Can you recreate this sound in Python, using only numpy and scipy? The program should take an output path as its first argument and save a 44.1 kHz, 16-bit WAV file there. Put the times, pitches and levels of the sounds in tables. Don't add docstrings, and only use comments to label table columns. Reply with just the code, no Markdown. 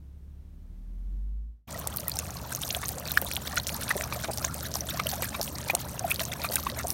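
import sys
import numpy as np
from scipy import signal
from scipy.fft import rfft, irfft
from scipy.io import wavfile
from scipy.ndimage import uniform_filter1d

SR = 44100
rng = np.random.default_rng(int(sys.argv[2]) if len(sys.argv) > 2 else 0)


def output_pcm(signal):
    pcm = np.clip(np.atleast_2d(signal).T, -1, 1) * 32767
    wavfile.write(sys.argv[1], SR, np.round(pcm).astype(np.int16))


N = 305771

TAP_START_S = 1.672
TOP_HZ = 15900


def undb(db):
    return 10 ** (np.asarray(db) / 20)


def unit(x):
    return x / np.sqrt(np.mean(x ** 2))


def curves(table):
    s, *columns = np.transpose(table)
    return [np.interp(np.arange(N) / SR, s, c) for c in columns]


def add(out, s, sound):
    i = min(max(int(s * SR), 0), N)
    out[i:i + len(sound)] += sound[:N - i]


def filtered(x, points, size=4096):
    hz, db = np.transpose(points)
    bins = np.maximum(np.arange(size // 2 + 1) * SR / size, 1)
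    cepstrum = irfft(np.log(undb(np.interp(np.log(bins), np.log(hz), db))))
    cepstrum[1:size // 2] *= 2
    cepstrum[size // 2 + 1:] = 0
    return signal.fftconvolve(x, irfft(np.exp(rfft(cepstrum))))[:N]


def colour(x, points):
    return unit(filtered(x, points))


def resonate(x, hz, width_hz):
    return signal.lfilter(*signal.iirpeak(hz, hz / width_hz, fs=SR), x)


def walk(rate):
    k = max(int(SR / rate), 1)
    smooth = uniform_filter1d(rng.standard_normal(N), k, mode="wrap")
    return unit(uniform_filter1d(smooth, k // 2 + 1, mode="wrap"))


def ping(hz, open_s, glide):
    age = np.arange(int(7 * open_s * SR) + 2) / (open_s * SR)
    pitch = np.minimum(hz * (1 + glide * np.tanh(age - 1)), SR / 2)
    swell = (age * np.exp(1 - age)) ** 1.53
    return swell * np.sin(2 * np.pi * np.cumsum(pitch) / SR)


def bubbles(rate, low_hz, high_hz, cycles, spread_db, glide, count=6000):
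    out, span = np.zeros(N), N / SR - TAP_START_S
    chance = rng.random((count, 3))
    size = np.clip(rng.standard_normal(count), -2, 2)
    for (when, pitch, ring), gain in zip(chance[:int(rate * span)], undb(spread_db * size)):
        hz = low_hz * (high_hz / low_hz) ** pitch
        open_s = cycles * (.5 + ring) / hz
        add(out, TAP_START_S + when * span, gain * ping(hz, open_s, glide))
    return unit(out)


def splash(hz, ratio, rise_s, decay_s):
    t = np.arange(SR // 20) / SR
    edges = [hz / (1 + ratio), min(hz * (1 + ratio), .45 * SR)]
    band = signal.butter(1, edges, "bandpass", fs=SR, output="sos")
    shape = np.tanh(t / rise_s) ** 2 * np.exp(-t / decay_s)
    return unit(signal.sosfilt(band, rng.standard_normal(len(t)))) * shape / shape.max()


def mist(flicker_db, rate, count=8):
    edges = np.linspace(2000, 17000, count + 1)
    out = np.zeros(N)
    for edge_pair in zip(edges, edges[1:]):
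        band = signal.butter(2, edge_pair, "bandpass", fs=SR, output="sos")
        noise = signal.sosfilt(band, rng.standard_normal(N))
        out += noise * undb(flicker_db * walk(rate))
    return unit(out)


def rumble():
    # [Hz, dB]
    deep_spectrum = [(22, -25.5), (35, -14), (60, 1.5), (125, 0), (170, -2), (320, -15), (450, -17.5),
                     (900, -37.5)]
    # [Hz, dB]
    top_spectrum = [(100, -30.5), (170, 1), (225, 1), (320, -4), (450, -13), (900, -43.5)]
    # [s, dB]
    top_levels = [(2, -56.5), (3.8, -49), (6.9, -48)]
    top_db, = curves(top_levels)
    deep = undb(-43.0) * colour(rng.standard_normal(N), deep_spectrum)
    return deep + undb(top_db) * colour(rng.standard_normal(N), top_spectrum)


def engine():
    # [s, Hz]
    speed = [(1.7, 72.8), (3.5, 74.45), (6.9, 76.6)]
    # [of the firing rate, dB rms before wavering]
    orders = [(1, -46.5), (2, -53), (3, -56.5)]
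    drone_hz, drone_db = 121.6, -50.5
    open_s = 3.5
    hz, = curves(speed)
    t = np.arange(N) / SR
    phase = 2 * np.pi * np.cumsum(hz) / SR
    opening = np.minimum(t / open_s, 1)
    firing = np.zeros(N)
    for k, db in orders:
        firing += opening ** (k - 1) * undb(db + 2 * walk(1.94)) * np.sin(round(k) * phase)
    drone = undb(drone_db + 2 * walk(2.05)) * np.sin(2 * np.pi * drone_hz * t)
    return np.sqrt(2) * (firing + drone)


def hum():
    # [s, Hz, Hz, dB rms of the deep tone]
    course = [(0, 34.75, 159.3, -58), (.55, 35.44, 174, -48), (.8, 39.4, 185.7, -41),
              (1.15, 46.7, 205.2, -32), (1.38, 51.3, 216, -33), (1.5, 54.9, 226, -39.5),
              (1.66, 54, 236, -69)]
    # [Hz, dB]
    rush_spectrum = [(20, -37), (35, -11), (65, 8), (130, -5), (280, -11.5), (450, -23), (1000, -32),
                     (2500, -39), (6000, -41.5), (16000, -48)]
    fade_start_s = 1.13
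    octave_db, octave_hold_s, octave_fall_db_per_s = -46, 0.41, 27
    t = np.arange(N) / SR
    hz, upper_hz, deep_db = curves(course)
    fade = np.clip((TAP_START_S - t) / (TAP_START_S - fade_start_s), 0, 1)
    overtone_db = octave_db - octave_fall_db_per_s * np.maximum(t - octave_hold_s, 0)
    upper_db = -48.5 + 0.26 * deep_db
    rush_db = -48.5 + 0.072 * deep_db
    phase = 2 * np.pi * np.cumsum(hz) / SR
    deep = np.sin(phase) + undb(-29) * np.sin(3 * phase)
    overtones = np.sin(2 * phase) + undb(-15) * np.sin(3 * phase)
    upper = np.sin(2 * np.pi * np.cumsum(upper_hz) / SR) + undb(-15) * np.sin(6.7 * phase)
    tones = undb(deep_db) * deep * (t < TAP_START_S)
    tones = tones + undb(overtone_db) * overtones + fade * undb(upper_db) * upper
    rush = undb(rush_db) * colour(rng.standard_normal(N), rush_spectrum)
    return np.sqrt(2) * tones + fade * rush


def stream():
    # [s, dB before swaying]
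    jet = [(1.7, -43.5), (2.5, -47.5), (3, -45), (6.9, -45.5)]
    # [Hz, dB]
    spectrum = [(200, -27), (420, -2), (560, -3), (690, -4.5), (880, -7.5), (1200, -6), (1680, -10),
                (2150, -15), (4000, -17.5), (6200, -14.5), (9000, -37), (16000, -22)]
    jet_db, = curves(jet)
    patter = bubbles(rate=650, low_hz=520, high_hz=2310, cycles=2.1, spread_db=4, glide=0.12)
    gurgle = 0.75 * bubbles(rate=45, low_hz=600, high_hz=2300, cycles=3.6, spread_db=2.5, glide=0.1)
    fizz = bubbles(rate=900, low_hz=2300, high_hz=16000, cycles=2.2, spread_db=7, glide=0.07)
    hiss = rng.standard_normal(N)
    sway_db = 1.3 * walk(25)
    water = 0.36 * (patter + gurgle) + 0.5 * fizz + 0.5 * hiss
    return undb(jet_db + sway_db) * colour(water, spectrum)


def clucks(gap_s=0.0055, count=5):
    # [s, Hz at the first slip, dB, s]
    cluck_table = [(3.9555, 507, -25.5, .013), (4.2858, 610, -23, .021), (5.3953, 600, -23.5, .016),
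                   (5.735, 625, -23.5, .02), (6.499, 594, -26.5, .013), (6.843, 610, -25, .013)]
    rise_per_s, ring_s = 5.8, 0.0021
    out, t = np.zeros(N), np.arange(SR // 20) / SR
    knock = (1 - np.exp(-t / .0005)) * np.exp(-t / ring_s)
    for s, hz, db, length in cluck_table:
        for k, (late, size, detune) in enumerate(rng.standard_normal((count, 3))):
            if k * gap_s < length:
                pitch = hz * (1 + rise_per_s * k * gap_s + .06 * detune)
                slip = 2 * knock * np.sin(2 * np.pi * pitch * t)
                add(out, s + gap_s * (k + 0.1 * late), undb(db + 1.5 * size) * slip)
    return signal.sosfilt(signal.butter(2, 260, "highpass", fs=SR, output="sos"), out)


def snaps():
    # [s, Hz, dB shared by ping and mist]
    snap_table = [(1.873, 8900, -13.5), (1.962, 12500, -21), (1.9706, 12800, -14.5), (2.0817, 12600, -12),
                  (2.096, 12500, -17), (2.1576, 8650, -22.5), (2.1891, 7500, -13), (2.56, 12520, -20),
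                  (2.6173, 8200, -20), (2.6905, 10200, -21.5), (2.8833, 10500, -16.5), (2.89, 9700, -16),
                  (3.118, 14700, -13.5), (3.216, 14100, -15), (3.247, 13100, -22), (3.3354, 14800, -20),
                  (3.3574, 11600, -20), (3.8355, 9090, -22), (3.967, 11300, -20.5), (4.021, 9000, -21),
                  (4.543, 9100, -21), (5.069, 12400, -16.5), (5.0902, 8300, -18), (5.2225, 12970, -16),
                  (5.4294, 11400, -19), (5.708, 15000, -19), (5.7508, 8200, -8), (5.994, 6900, -17.5),
                  (6.1013, 11300, -23), (6.1213, 12400, -18), (6.1433, 11000, -21), (6.539, 12690, -16.5),
                  (6.557, 9500, -8.5), (6.8703, 8300, -20), (6.904, 11400, -14), (6.913, 11300, -21.5)]
    out = np.zeros(N)
    for s, hz, db in snap_table:
        add(out, s, undb(db + 4.5) * ping(hz, .95 / hz, glide=-.1))
        add(out, s, undb(db - 10) * splash(hz, ratio=.6, rise_s=.0004, decay_s=.0011))
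    return out


def drips():
    # [s, Hz, dB, s, share of the pitch]
    drip_table = [(1.745, 1930, -36, 0.003, -0.023), (2.067, 1940, -39, 0.0072, -0.04),
                  (2.633, 3260, -24, 0.0015, 0.21), (2.7038, 4080, -21, 0.0025, 0.71),
                  (3.324, 4650, -26.5, 0.001, 0.27), (3.5813, 6020, -17.5, 0.0011, 0.17),
                  (4.495, 1370, -34, 0.0046, 0.0056), (6.042, 734, -21, 0.0057, -0.11),
                  (6.462, 2380, -34, 0.0026, .04)]
    out = np.zeros(N)
    for s, hz, db, open_s, glide in drip_table:
        add(out, s, undb(db) * ping(hz, open_s, glide))
    return out


def pops(count=3):
    # [s, Hz, dB, s of the tear's rise]
    pop_table = [(1.867, 706, -33.5, .0014), (1.926, 3230, -34, 0.0008), (1.984, 4360, -27.5, 0.00065),
                 (2.117, 4470, -20, 0.0006), (2.1688, 5330, -19.5, 0.00032), (2.1917, 2560, -31.5, .0009),
                 (2.198, 6220, -21, 0.00028), (2.306, 6350, -24.5, 0.00021), (2.535, 6400, -22, 0.00014),
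                 (2.5495, 6260, -16, 0.0003), (2.748, 3260, -13, 0.00023), (2.7663, 686, -27.5, 0.0029),
                 (2.857, 6250, -20.5, 0.00048), (3.0545, 4430, -26, 0.00044), (3.0848, 3900, -24, 0.00048),
                 (3.1094, 3800, -21.5, 0.00053), (3.1732, 1636, -6.5, 0.0011), (3.222, 586, -23.5, 0.00085),
                 (3.266, 3600, -28.5, 0.0014), (3.3138, 2350, -20, 0.00025), (3.3355, 3700, -25, 0.00033),
                 (3.3663, 3160, -13.5, 0.00029), (3.599, 3920, -19, 0.0004), (3.669, 5230, -13, 0.000078),
                 (3.693, 2730, -16.5, 0.00017), (3.905, 1870, -18.5, 0.0018), (3.911, 1780, -15, 0.001),
                 (4.0101, 1930, -16, 0.0003), (4.0395, 5600, -19, 0.0003), (4.3746, 5800, -11.5, 0.000063),
                 (4.383, 5660, -16.5, 0.00018), (4.4483, 6440, -9, 0.00032), (4.74, 5670, -16.5, 0.00023),
                 (4.7559, 940, -21, 0.00056), (4.807, 5800, -18, 0.00056), (4.9062, 3730, -25.5, 0.00075),
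                 (4.943, 670, -29, 0.003), (5.058, 596, -25.5, 0.0022), (5.0678, 2950, -21, 0.0012),
                 (5.0941, 4250, -23.5, 0.00039), (5.2223, 527, -29.5, 0.0029), (5.1385, 6330, -23, 0.00024),
                 (5.4136, 5160, -12, 0.00021), (5.478, 2900, -24.5, 0.00034), (5.6989, 2330, -17.5, 0.0019),
                 (5.748, 2800, -31, 0.0009), (5.8015, 4200, -32, 0.00022), (6.1058, 2420, -23, .001),
                 (6.115, 2460, -14, 0.0011), (6.1598, 4380, -20.5, 0.0003), (6.1952, 2880, -15, 0.00021),
                 (6.2039, 4060, -18, 0.00024), (6.2074, 638, -28, 0.0054), (6.3172, 3490, -26.5, 0.0014),
                 (6.4436, 670, -28, 0.002), (6.4886, 4560, -24, 0.00073), (6.568, 2350, -20, 0.00043),
                 (6.5815, 1280, -28.5, 0.0012), (6.591, 1000, -30, 0.001), (6.6665, 1040, -19, 0.0018),
                 (6.6996, 4100, -18, 0.00018), (6.9038, 5370, -13.5, 0.00023)]
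    out = np.zeros(N)
    for s, hz, db, tear_s in pop_table:
        add(out, s, undb(db) * ping(hz, tear_s * 1.18, glide=0.068))
        tear = splash(min(1.3 * hz, TOP_HZ), ratio=0.8, rise_s=tear_s, decay_s=.0016)
        add(out, s, undb(db - 16) * tear)
        for late, smaller in rng.random((count, 2)):
            small_hz = min(hz * (2.33 + 2.9 * smaller), TOP_HZ)
            add(out, s + 6 * tear_s * late, undb(db - 18.0) * ping(small_hz, 3.0 / small_hz, glide=0.065))
    return out


def smacks(tears_per_s=1500):
    # [s, Hz and Hz of the mouth resonances, dB, s]
    smack_table = [(2.829, 1220, 1820, -31.5, 0.0029), (3.571, 1940, 4100, -27.5, 0.004),
                   (3.9048, 1240, 1820, -24.5, 0.0027), (4.036, 1330, 2360, -29, 0.00042),
                   (4.1237, 1130, 2340, -27.5, 0.002), (4.245, 1210, 2260, -32.5, 0.0031),
                   (4.4435, 980, 1590, -26, 0.0014), (4.992, 1170, 2160, -31, 0.0028),
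                   (4.998, 1220, 2170, -20.5, 0.0014), (5.131, 696, 1630, -31.5, 0.0019),
                   (5.222, 1120, 2620, -30, 0.0015), (5.344, 1120, 2360, -29, 0.0031),
                   (5.697, 775, 2340, -24, 0.0017), (6.204, 1110, 1710, -32, 0.0036),
                   (6.443, 1190, 2400, -27, 0.0028), (6.559, 1610, 2470, -32, 0.0025),
                   (6.665, 1020, 2360, -35, 0.0029), (6.794, 1310, 1750, -34.5, 0.0054)]
    lower_width_hz, upper_width_hz = 220, 190
    teeth_hz, teeth_db, teeth_width_hz = 3530, -13, 220
    tail_share, tail_s = 0.12, 0.013
    out, t = np.zeros(N), np.arange(SR // 20) / SR
    for s, lower_hz, upper_hz, db, swell_s in smack_table:
        shape = t / swell_s * np.exp(1 - t / swell_s) + tail_share * np.exp(-t / tail_s)
        noise = rng.standard_normal(len(t))
        clicks = rng.random(len(t)) < tears_per_s / SR
        tear = shape * noise * (clicks + .04)
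        ring = resonate(tear, lower_hz, lower_width_hz)
        ring = ring + undb(-3) * resonate(tear, upper_hz, upper_width_hz)
        ring = ring + undb(teeth_db) * resonate(tear, teeth_hz, teeth_width_hz)
        add(out, s, undb(db) * ring * np.linalg.norm(shape) / np.linalg.norm(ring))
    return out


def tongue():
    # [s, dB, s after the smack, dB, s, s after the smack, dB]
    laps = [(1.816, -53.5, 0.18, -38.5, 0.0066, 0.12, -50), (2.089, -65, 0.088, -42, 0.11, 0.3, -63),
            (2.529, -40, 0.088, -40.5, 0.48, .22, -44.5), (2.84, -52, 0.051, -38.5, 0.013, 0.23, -42.5),
            (3.178, -40, 0.082, -41, 0.11, 0.29, -40.5), (3.578, -36, 0.089, -35, 0.12, 0.24, -39.5),
            (3.906, -38, 0.064, -33.5, 0.019, 0.23, -37), (4.247, -39, 0.055, -42, 0.26, 0.22, -44.5),
            (4.667, -39, 0.074, -34, 0.041, 0.24, -36), (5.003, -41, 0.071, -37, 0.18, 0.24, -37),
            (5.352, -41.5, 0.053, -35, 0.067, 0.23, -42.5), (5.707, -36, 0.079, -31, 0.023, 0.11, -65),
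            (6.115, -35, 0.076, -31.5, 0.041, 0.22, -40), (6.455, -36, 0.054, -33, 0.068, 0.23, -40.5),
            (6.803, -40.5, 0.071, -39, 0.042, 0.23, -43)]
    suck_rise_s, suck_shut_s = 0.03, 0.0082
    splash_attack_s, splash_hold_s = 0.0069, 0.01
    pull_back_width_s = 0.018
    suck_spray_db, splash_slurp_db = 2.5, -14.5
    trickle_mouth_db, trickle_lips_db = -62.5, -47.5
    t = np.arange(N) / SR
    suck, hit = np.zeros(N), np.zeros(N)
    for s, slurp_db, wait_s, splash_db, release_s, pull_s, pull_db in laps:
        age = t - s
        suck += undb(slurp_db) * np.exp(np.minimum(age / suck_rise_s, -age / suck_shut_s))
        suck += undb(pull_db) * np.exp(-np.abs(age - pull_s) / pull_back_width_s)
        attack = np.clip((age - wait_s) / splash_attack_s, 0, 1)
        release = np.exp(-np.maximum(age - wait_s - splash_hold_s, 0) / release_s)
        hit += undb(splash_db) * attack * release
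    mouth = np.hypot(np.hypot(suck, undb(splash_slurp_db) * hit), undb(trickle_mouth_db))
    lips = np.hypot(np.hypot(hit, undb(suck_spray_db) * suck), undb(trickle_lips_db))
    return mouth, lips


def lapping():
    # [Hz, dB]
    slurp_spectrum = [(400, 9.5), (700, -2), (1150, -1.5), (1750, 5.5), (2400, -2.5), (2900, -6),
                      (3800, -1), (5200, -14), (8000, -56)]
    # [Hz, dB]
    spray_spectrum = [(2500, -15), (4200, 0), (6000, 1), (8000, 0), (12500, -2), (16000, -4)]
    mouth, lips = tongue()
    spurts = undb(3.2 * walk(130))
    froth = bubbles(rate=480, low_hz=1000, high_hz=5200, cycles=2.0, spread_db=5, glide=0.08)
    froth = unit(np.diff(froth, prepend=0))
    slurp = colour((froth + 0.5 * rng.standard_normal(N)) * spurts, slurp_spectrum)
    drops = bubbles(rate=770, low_hz=3660, high_hz=15640, cycles=3.9, spread_db=6.0, glide=0.049)
    drops = unit(np.diff(drops, prepend=0))
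    spray = colour((0.55 * drops + mist(flicker_db=8.0, rate=150)) * spurts, spray_spectrum)
    stray_pops = bubbles(rate=50, low_hz=1100, high_hz=5500, cycles=2.5, spread_db=3, glide=0.12)
    stray_snaps = bubbles(rate=45, low_hz=4500, high_hz=14500, cycles=0.8, spread_db=3.5, glide=-0.05)
    in_mouth = undb(-0.9) * slurp + undb(-7) * stray_pops
    at_lips = undb(-2.5) * spray + undb(-5.5) * stray_snaps
    return mouth * in_mouth + lips * at_lips


def surroundings(x, echo_db, decay_s, count=6):
    t = np.arange(SR // 20) / SR
    scattered = np.zeros(N)
    for noise in rng.standard_normal((count, len(t))):
        echo = noise * np.exp(-t / decay_s) * (t > .001)
        scattered += walk(31.0) * signal.oaconvolve(x, echo / np.linalg.norm(echo))[:N]
    return x + undb(echo_db) * scattered / np.sqrt(count)


def scene():
    mouth_sounds = lapping() + smacks() + pops() + drips() + snaps() + clucks()
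    dog = surroundings(mouth_sounds, echo_db=-11, decay_s=0.003)
    fade_in = np.clip((np.arange(N) / SR - TAP_START_S) / 0.016, 0, 1)
    return (hum() + fade_in * (dog + stream() + rumble() + engine()))[None]


def record(dry):
    # [Hz, dB]
    response = [(4200, 0), (4900, -3), (5600, -0.5), (6500, -1), (7600, -2.5), (8500, 0), (9400, 1.5),
                (10500, -3), (11300, 2), (13000, 3.5), (15500, 2)]
    top_cut = signal.ellip(8, .2, 70, TOP_HZ, fs=SR, output="sos")
    return signal.sosfilt(top_cut, filtered(dry[0], response))[None]


dry = scene()
out = record(dry)
output_pcm(out)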